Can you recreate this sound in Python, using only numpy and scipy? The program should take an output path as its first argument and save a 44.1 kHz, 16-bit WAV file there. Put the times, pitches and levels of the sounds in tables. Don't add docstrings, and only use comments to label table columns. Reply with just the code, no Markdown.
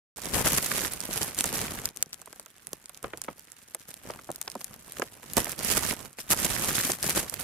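import sys
import numpy as np
from scipy import signal
from scipy.fft import rfft, irfft, next_fast_len
from scipy.io import wavfile
from scipy.ndimage import uniform_filter1d, map_coordinates

SR = 44100
rng = np.random.default_rng(int(sys.argv[2]) if len(sys.argv) > 2 else 0)


def wav_record(signal):
    frames = np.transpose(np.atleast_2d(signal))
    bounded = np.clip(frames, -1, 1)
    quanta = np.round(bounded * 32767).astype(np.int16)
    wavfile.write(sys.argv[1], SR, quanta)


def volts_from_db(level):
    exponent = np.asarray(level, float) / 20
    return 10 ** exponent


N = 327663


def unit(x):
    return x / np.sqrt(np.mean(x ** 2) + 1e-20)


def along(points, hz):
    f, v = np.transpose(points)
    return np.interp(np.log(hz + 1), np.log(f + 1), v)


def curves(rows):
    s, *columns = np.transpose(rows)
    return [np.interp(np.arange(N) / SR, s, column) for column in columns]


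def wobble(rate):
    knots = rng.standard_normal(int(N * rate / SR) + 4)
    return map_coordinates(knots, [np.arange(N) * rate / SR])


def filtered(x, response):
    m = next_fast_len(N + 8192)
    spectrum = rfft(x, m) * response(np.fft.rfftfreq(m, 1 / SR))
    return irfft(spectrum, m)[..., :N]


def steady(x):
    power = uniform_filter1d(np.mean(x ** 2, axis=0), SR // 10)
    return x / np.sqrt(np.abs(power) + 1e-12)


def above_rumble(hz):
    return hz ** 2 / (hz ** 2 + 110 ** 2)


def sides(pan_db):
    return volts_from_db(np.array([pan_db, -pan_db]) / 2)


def rush(spectrum):
    # hz, correlation (-1 to 1)
    alike = [(60, 0.79), (600, 0.38), (3000, 0.56), (8000, -0.36)]

    def mid_side(hz):
        turn = np.arccos(np.clip(along(alike, hz), -1, 1)) / 2
        return volts_from_db(along(spectrum, hz)) * [np.cos(turn), np.sin(turn)]

    mid, side = filtered(rng.standard_normal((2, N)), mid_side)
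    return unit(np.array([mid + side, mid - side]))


def bursts(s, db, hz, pan_db, t60, octaves, rise, lag, apart, size):
    t, f = np.arange(size) / SR, np.fft.rfftfreq(size, 1 / SR)
    shape = (1 - np.exp(-t / rise)) * volts_from_db(-60 * t / t60[:, None])
    noise = rng.standard_normal((len(s), 3, size))
    band = np.exp(-.5 * (np.log2((f + 1) / hz[:, None]) / octaves) ** 2)
    delay = lag * rng.standard_normal(len(s))[:, None, None] * [[.5], [-.5]]

    pair = rfft(noise[:, :1] + apart * noise[:, 1:])
    pair = pair * band[:, None] * np.exp(-2j * np.pi * f * delay)
    pair = irfft(pair, size) * shape[:, None]
    gain = volts_from_db(db - np.abs(pan_db) / 2) * sides(pan_db)
    pair *= gain.T[..., None] / np.abs(pair).max(axis=(1, 2), keepdims=True)

    where = (np.round(s * SR).astype(int)[:, None] + np.arange(size)).ravel()
    return np.array([np.bincount(where, pair[:, side].ravel(), N + size)[:N] for side in range(2)])


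def buckling(work_db, count, eager, spread_db):
    when, chance = rng.random((count, 2)).T
    passed = np.cumsum(volts_from_db(eager * work_db))
    s = np.interp(when * passed[-1], passed, np.arange(N) / SR)
    level_db = -spread_db * np.log(np.sort(chance) + 0.024)
    return np.transpose([s, level_db])


def shower(buckles, hz, scatter, t60, **burst):
    pitch, length, pan = rng.standard_normal((len(buckles), 3)).T
    return bursts(*buckles.T, hz * np.exp(scatter * pitch), 3 * pan, t60 * np.exp(.5 * length), **burst)


def hand():
    # start_s, hold_s, crackle_db, flap_db
    tug_rows = [(.251, .055, -36, -40), (0.347, .105, -28, -30.5), (.457, .125, -26, -33),
                (0.613, .075, -31, -42), (.719, .137, -30, -37.5), (.914, .021, -35, -41.5),
                (1.001, .121, -40.5, -45.5), (1.133, .093, -32.5, -40), (1.199, .1, -36.5, -42),
                (1.383, .08, -32.5, -39.5), (1.508, .117, -31.5, -36.5), (1.633, .123, -39, -41),
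                (1.782, .077, -40.5, -42.5), (1.97, .029, -53, -54), (2.127, .01, -52, -60),
                (2.179, .03, -61, -62), (2.279, .126, -59, -63.5), (2.568, .04, -60, -64),
                (2.679, .06, -56, -60.5), (3.042, .01, -50, -42.5), (3.135, .015, -54, -49.5),
                (3.2, .05, -53, -59), (3.285, .015, -53, -48.5), (3.888, .02, -46, -56),
                (4.052, .101, -50, -47.5), (4.607, .01, -46, -71), (4.712, .02, -51, -50.5),
                (4.907, .12, -47, -53.5), (5.27, .08, -48.5, -51), (5.374, .014, -25, -29),
                (5.432, .098, -39, -45.5), (5.585, .047, -42, -42), (5.65, .125, -27, -36),
                (5.757, .078, -31.5, -35.5), (5.864, .053, -30, -38), (5.97, .093, -47, -47.5),
                (6.187, .02, -40, -56), (6.24, .04, -52, -55), (6.306, .022, -24, -32.5),
                (6.381, .083, -31, -38.5), (6.429, .031, -28, -35), (6.496, .115, -32, -38),
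                (6.623, .112, -30, -35.5), (6.739, .07, -27, -38), (6.835, .085, -29, -38.5),
                (7.032, .095, -29.5, -38.5), (7.16, .042, -26.5, -32), (7.29, .07, -43, -56),
                (7.393, .04, -37, -45)]
    # time_s, crackle_db, flap_db
    rest_rows = [(.16, -45, -51.5), (1.902, -60, -61.5), (2.6, -60, -68), (3.1, -58, -60.5),
                 (3.6, -56, -65), (4.5, -54, -57), (4.901, -53, -57), (5.351, -52, -55), (6.15, -61, -66.5),
                 (7.43, -54, -47.5)]
    grip_db_per_s, usual_hold_s, abrupt = 480, .1, .6
    fades_db_per_s = 340, 283

    s, hold, *tops = np.transpose(tug_rows)[..., None]
    t = np.arange(0, N, 32) / SR
    grip = grip_db_per_s * (usual_hold_s / (hold + .01)) ** abrupt
    swell = grip * np.maximum(s - t, 0)
    after = np.maximum(t - s - hold, 0)

    levels = []
    for top, fade, rest in zip(tops, fades_db_per_s, curves(rest_rows)):
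        tug_power = np.sum(volts_from_db(top - swell - fade * after) ** 2, axis=0)
        tug_power = np.interp(np.arange(N) / SR, t, tug_power)
        levels.append(10 * np.log10(tug_power + volts_from_db(rest) ** 2))
    return levels


def crinkle(crackle_db, flap_db):
    # (relative, per Hz)
    crackle_colour = [(710, -21), (1200, 0), (1740, 1.5), (4190, -3.5), (7170, -0.5), (12000, 1.5),
                      (15300, -10), (16000, -24), (16500, -67)]
    # (relative, per Hz)
    flap_colour = [(15, -37), (25, -2.5), (136, 2), (257, -2), (294, -4.5), (1130, -10), (2500, -16.5),
                   (3250, -18), (5500, -120)]
    # time_s, left_right_db
    hand_side = [(0.16, -10), (0.36, 4), (0.72, -5), (2.22, 0.5), (2.69, -4), (3.01, 2.5), (3.48, -3),
                 (4.35, 0), (6.03, -6.5), (6.19, 0.5), (6.48, -6.5), (7.04, 1.5), (7.43, -7)]

    surge_db = 2.0 * wobble(28) + 2.07 * wobble(60)
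    buckles = buckling(crackle_db, count=2600, eager=.25, spread_db=3.0)

    clicks = shower(buckles, hz=7500, scatter=0.67, t60=0.0049, octaves=1.24, rise=0.000067,
                    lag=.0001, apart=0.92, size=512)
    clicks = filtered(clicks, lambda hz: volts_from_db(along(crackle_colour, hz)))
    rustle = volts_from_db(-4.0) * rush(crackle_colour)
    crackle = steady(volts_from_db(surge_db) * (steady(clicks) + rustle))

    pops = shower(buckles[:1000], hz=503, scatter=0.55, t60=0.017, octaves=1.56, rise=0.00048,
                  lag=.00006, apart=0.45, size=2048)
    pops = filtered(pops, lambda hz: volts_from_db(along(flap_colour, hz)) * above_rumble(hz))
    flutter = volts_from_db(1.5) * rush(flap_colour)
    flap = steady(volts_from_db(0.84 * surge_db) * (steady(pops) + flutter))

    return sides(*curves(hand_side)) * (volts_from_db(crackle_db) * crackle + volts_from_db(flap_db) * flap)


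def snaps(lesser):
    # time_s, click_peak_db (before the ports), centre_hz, left_right_db
    loud_creases = [(0.1615, -27, 8540, 1), (0.17, -22.5, 8500, 3.5), (0.183, -18.5, 8230, -9),
                    (0.2186, -15.5, 8060, -7), (0.2567, -10.5, 7160, -17), (0.6648, -10, 9300, -10),
                    (0.9351, -9, 10190, -4), (1.0047, -9, 7600, -8), (1.0532, -11.5, 10700, -7),
                    (1.138, -9, 6940, -16), (1.2306, -7, 8600, -2), (1.3468, -15.5, 9900, -2),
                    (1.3882, -6, 7800, -2), (1.4083, -2, 7860, 2), (1.4414, -0.5, 8700, -8),
                    (1.856, -4, 8300, -0.5), (1.8893, -18, 8400, -3), (1.9619, -22, 8590, 3.5),
                    (1.972, -12.5, 7950, 10), (2.026, 1, 8300, 0.5), (2.06, -29, 6290, -6),
                    (2.1307, -14.5, 5500, 0.5), (2.1365, -21, 9100, 6), (2.143, -16.5, 6650, 10),
                    (2.2165, -21.5, 8500, -10), (2.259, -23, 9400, -6), (2.3279, -25.5, 8200, 6),
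                    (2.397, -21, 9500, 0), (2.4608, -23, 6740, -6.5), (2.67, -12, 9400, -6),
                    (2.7315, -10, 8700, -3.5), (2.858, -20.5, 7460, -4), (2.8944, -20, 9200, -11.5),
                    (2.9461, -21, 5300, -12), (2.9743, -25, 7200, -4), (3.0286, -20.5, 8400, -5),
                    (3.1743, -15.5, 8910, -13), (3.2167, -9, 7000, -10.5), (3.2393, -18.5, 7930, -4),
                    (3.3946, -18.5, 11000, -5), (3.519, -21.5, 7200, -7), (3.7475, -9, 9000, -2.5),
                    (3.7975, -25, 7430, 14), (3.9413, -16, 8100, -7.5), (4.1063, -20.5, 5400, -9),
                    (4.245, -26.5, 9920, -8), (4.3042, -20.5, 9400, -6), (4.3161, -15, 9800, 5),
                    (4.3499, -26, 7010, 4), (4.3598, -15, 9900, -3), (4.4143, -8, 7800, 2),
                    (4.4266, -18, 8490, 6), (4.4786, -15.5, 5600, -1), (4.5004, -18, 8520, -12),
                    (4.5169, -16.5, 7400, -7), (4.553, -21.5, 9010, -6.5), (4.6137, -22, 6160, 1),
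                    (4.6437, -12.5, 9950, 5), (4.9217, -16.5, 9400, 1), (4.9973, -11, 7500, -9),
                    (5.021, -13.5, 2330, 15), (5.3346, -11, 9800, 10), (5.3686, 0.5, 8100, -7.5),
                    (5.374, -10.5, 8800, -8), (5.4448, -8, 11200, -7), (5.4943, -8, 11980, -13),
                    (5.5191, -11.5, 8220, -3), (5.5913, -14, 8400, -1.5), (5.6474, -7, 9290, -6),
                    (5.8645, -10, 9250, -8), (6.13, -31, 8000, -1), (6.21, -26, 8500, -6),
                    (6.3025, -8, 8000, 0), (6.311, 2, 8140, 2), (6.318, -3, 9000, 4),
                    (6.3277, -9, 9030, -1), (6.6462, -6.5, 7300, -7), (6.9184, -5, 7300, -0.5),
                    (7.028, -3, 7300, 3), (7.0956, -1, 9910, 1), (7.2974, -9.5, 8750, -19),
                    (7.3413, -8.5, 10100, -10), (7.4114, -14.5, 8410, -8.5)]
    # hz, gain_db
    port_loss = [(13000, -1), (15000, -7), (16000, -17), (17000, -45)]

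    s, db, hz, pan_db = np.vstack([loud_creases, lesser]).T
    t60 = 0.002 * np.exp(0.37 * rng.standard_normal(len(s)))
    click = bursts(s, db, hz, pan_db, t60, octaves=0.87, rise=.00005,
                   lag=.00003, apart=0.47, size=1024)
    fizz = bursts(s, db - 9.0, hz, pan_db, 4 * t60, octaves=0.3, rise=0.00017,
                  lag=.0001, apart=0.67, size=1024)
    body = bursts(s, db - 18.5, hz / 5, pan_db, 3 * t60, octaves=1.75, rise=0.00073,
                  lag=.00004, apart=0.67, size=1024)
    return filtered(click + fizz + body, lambda hz: volts_from_db(along(port_loss, hz)))


def strays(crackle_db):
    s, size_db = buckling(crackle_db, count=60, eager=0.33, spread_db=-0.5).T
    pitch, pan = rng.standard_normal((len(s), 2)).T
    level_db = crackle_db[(s * SR).astype(int)] + size_db + 9
    return np.transpose([s, level_db, 8600 * np.exp(.12 * pitch), 7 * pan])


def taps():
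    # time_s, peak_db (high part, before the bass loss), centre_hz
    body_taps = [(0.1838, -31, 474), (0.2696, -27, 305), (0.363, -24.5, 506), (0.409, -15.5, 356),
                 (0.4603, -23, 413), (1.0904, -23, 244), (1.2112, -22, 440), (1.441, -18.5, 1160),
                 (2.0261, -41, 965), (2.064, -39.5, 200), (2.218, -41.5, 706), (2.274, -36, 710),
                 (2.328, -36, 790), (2.3954, -35.5, 700), (2.4625, -39.5, 1000), (2.676, -41.5, 220),
                 (2.7316, -27.5, 354), (2.895, -36.5, 1610), (3.0428, -17, 910), (3.134, -22.5, 860),
                 (3.282, -26, 865), (3.2842, -20, 630), (3.7471, -31, 740), (3.888, -39.5, 170),
                 (4.054, -36, 348), (4.1, -23.5, 674), (4.1903, -32, 760), (4.2909, -24, 450),
                 (4.3009, -22.5, 423), (4.476, -26, 1180), (4.554, -21, 497), (4.611, -35, 1330),
                 (4.9966, -19.5, 520), (5.019, -14.5, 790), (5.229, -33.5, 1080), (5.37, -17, 300),
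                 (5.379, -11.5, 410), (5.4678, -22, 1190), (5.7724, -20.5, 754), (5.926, -21, 550),
                 (6.1854, -32, 650), (6.335, -21.5, 550), (6.4567, -26.5, 417), (6.8958, -18.5, 470),
                 (7.0409, -22.5, 516), (7.0889, -17.5, 416), (7.1704, -20.5, 600), (7.3255, -31, 675)]
    s, db, hz = np.transpose(body_taps)
    t60 = 0.046 * (600 / hz) ** 0.12
    pan_db = np.full(len(s), -1.5)
    high = bursts(s, db, 1.116 * hz, pan_db, 0.53 * t60, octaves=0.93, rise=0.00058,
                  lag=.00004, apart=0.71, size=4096)
    low = bursts(s, db - 8.0, 0.5 * hz, pan_db, 1.3 * t60, octaves=0.75, rise=0.00085,
                 lag=.00004, apart=0.26, size=4096)
    return filtered(high + low, above_rumble)


def still_air():
    # (relative, per Hz)
    air_colour = [(15, -29), (25, 4), (568, -5), (1600, 7.5), (3810, -4), (11600, -26), (15200, -10),
                  (16500, -35)]
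    return volts_from_db(-67.0) * rush(air_colour)


def scene():
    crackle_db, flap_db = hand()
    sheet = crinkle(crackle_db, flap_db) + snaps(strays(crackle_db))
    return sheet + taps() + still_air()


def band_limit(x):
    return signal.sosfilt(signal.butter(12, 16990, fs=SR, output="sos"), x)


def record(dry):
    start_s, top_hz, ceiling = 0.16, 16800, .65
    soft = dry / (1 + np.abs(dry / ceiling) ** 4) ** (1 / 4)
    limited = filtered(soft, lambda hz: hz < top_hz)
    mix = limited * (np.arange(N) > start_s * SR)
    return band_limit(mix)


dry = scene()
out = record(dry)
wav_record(out)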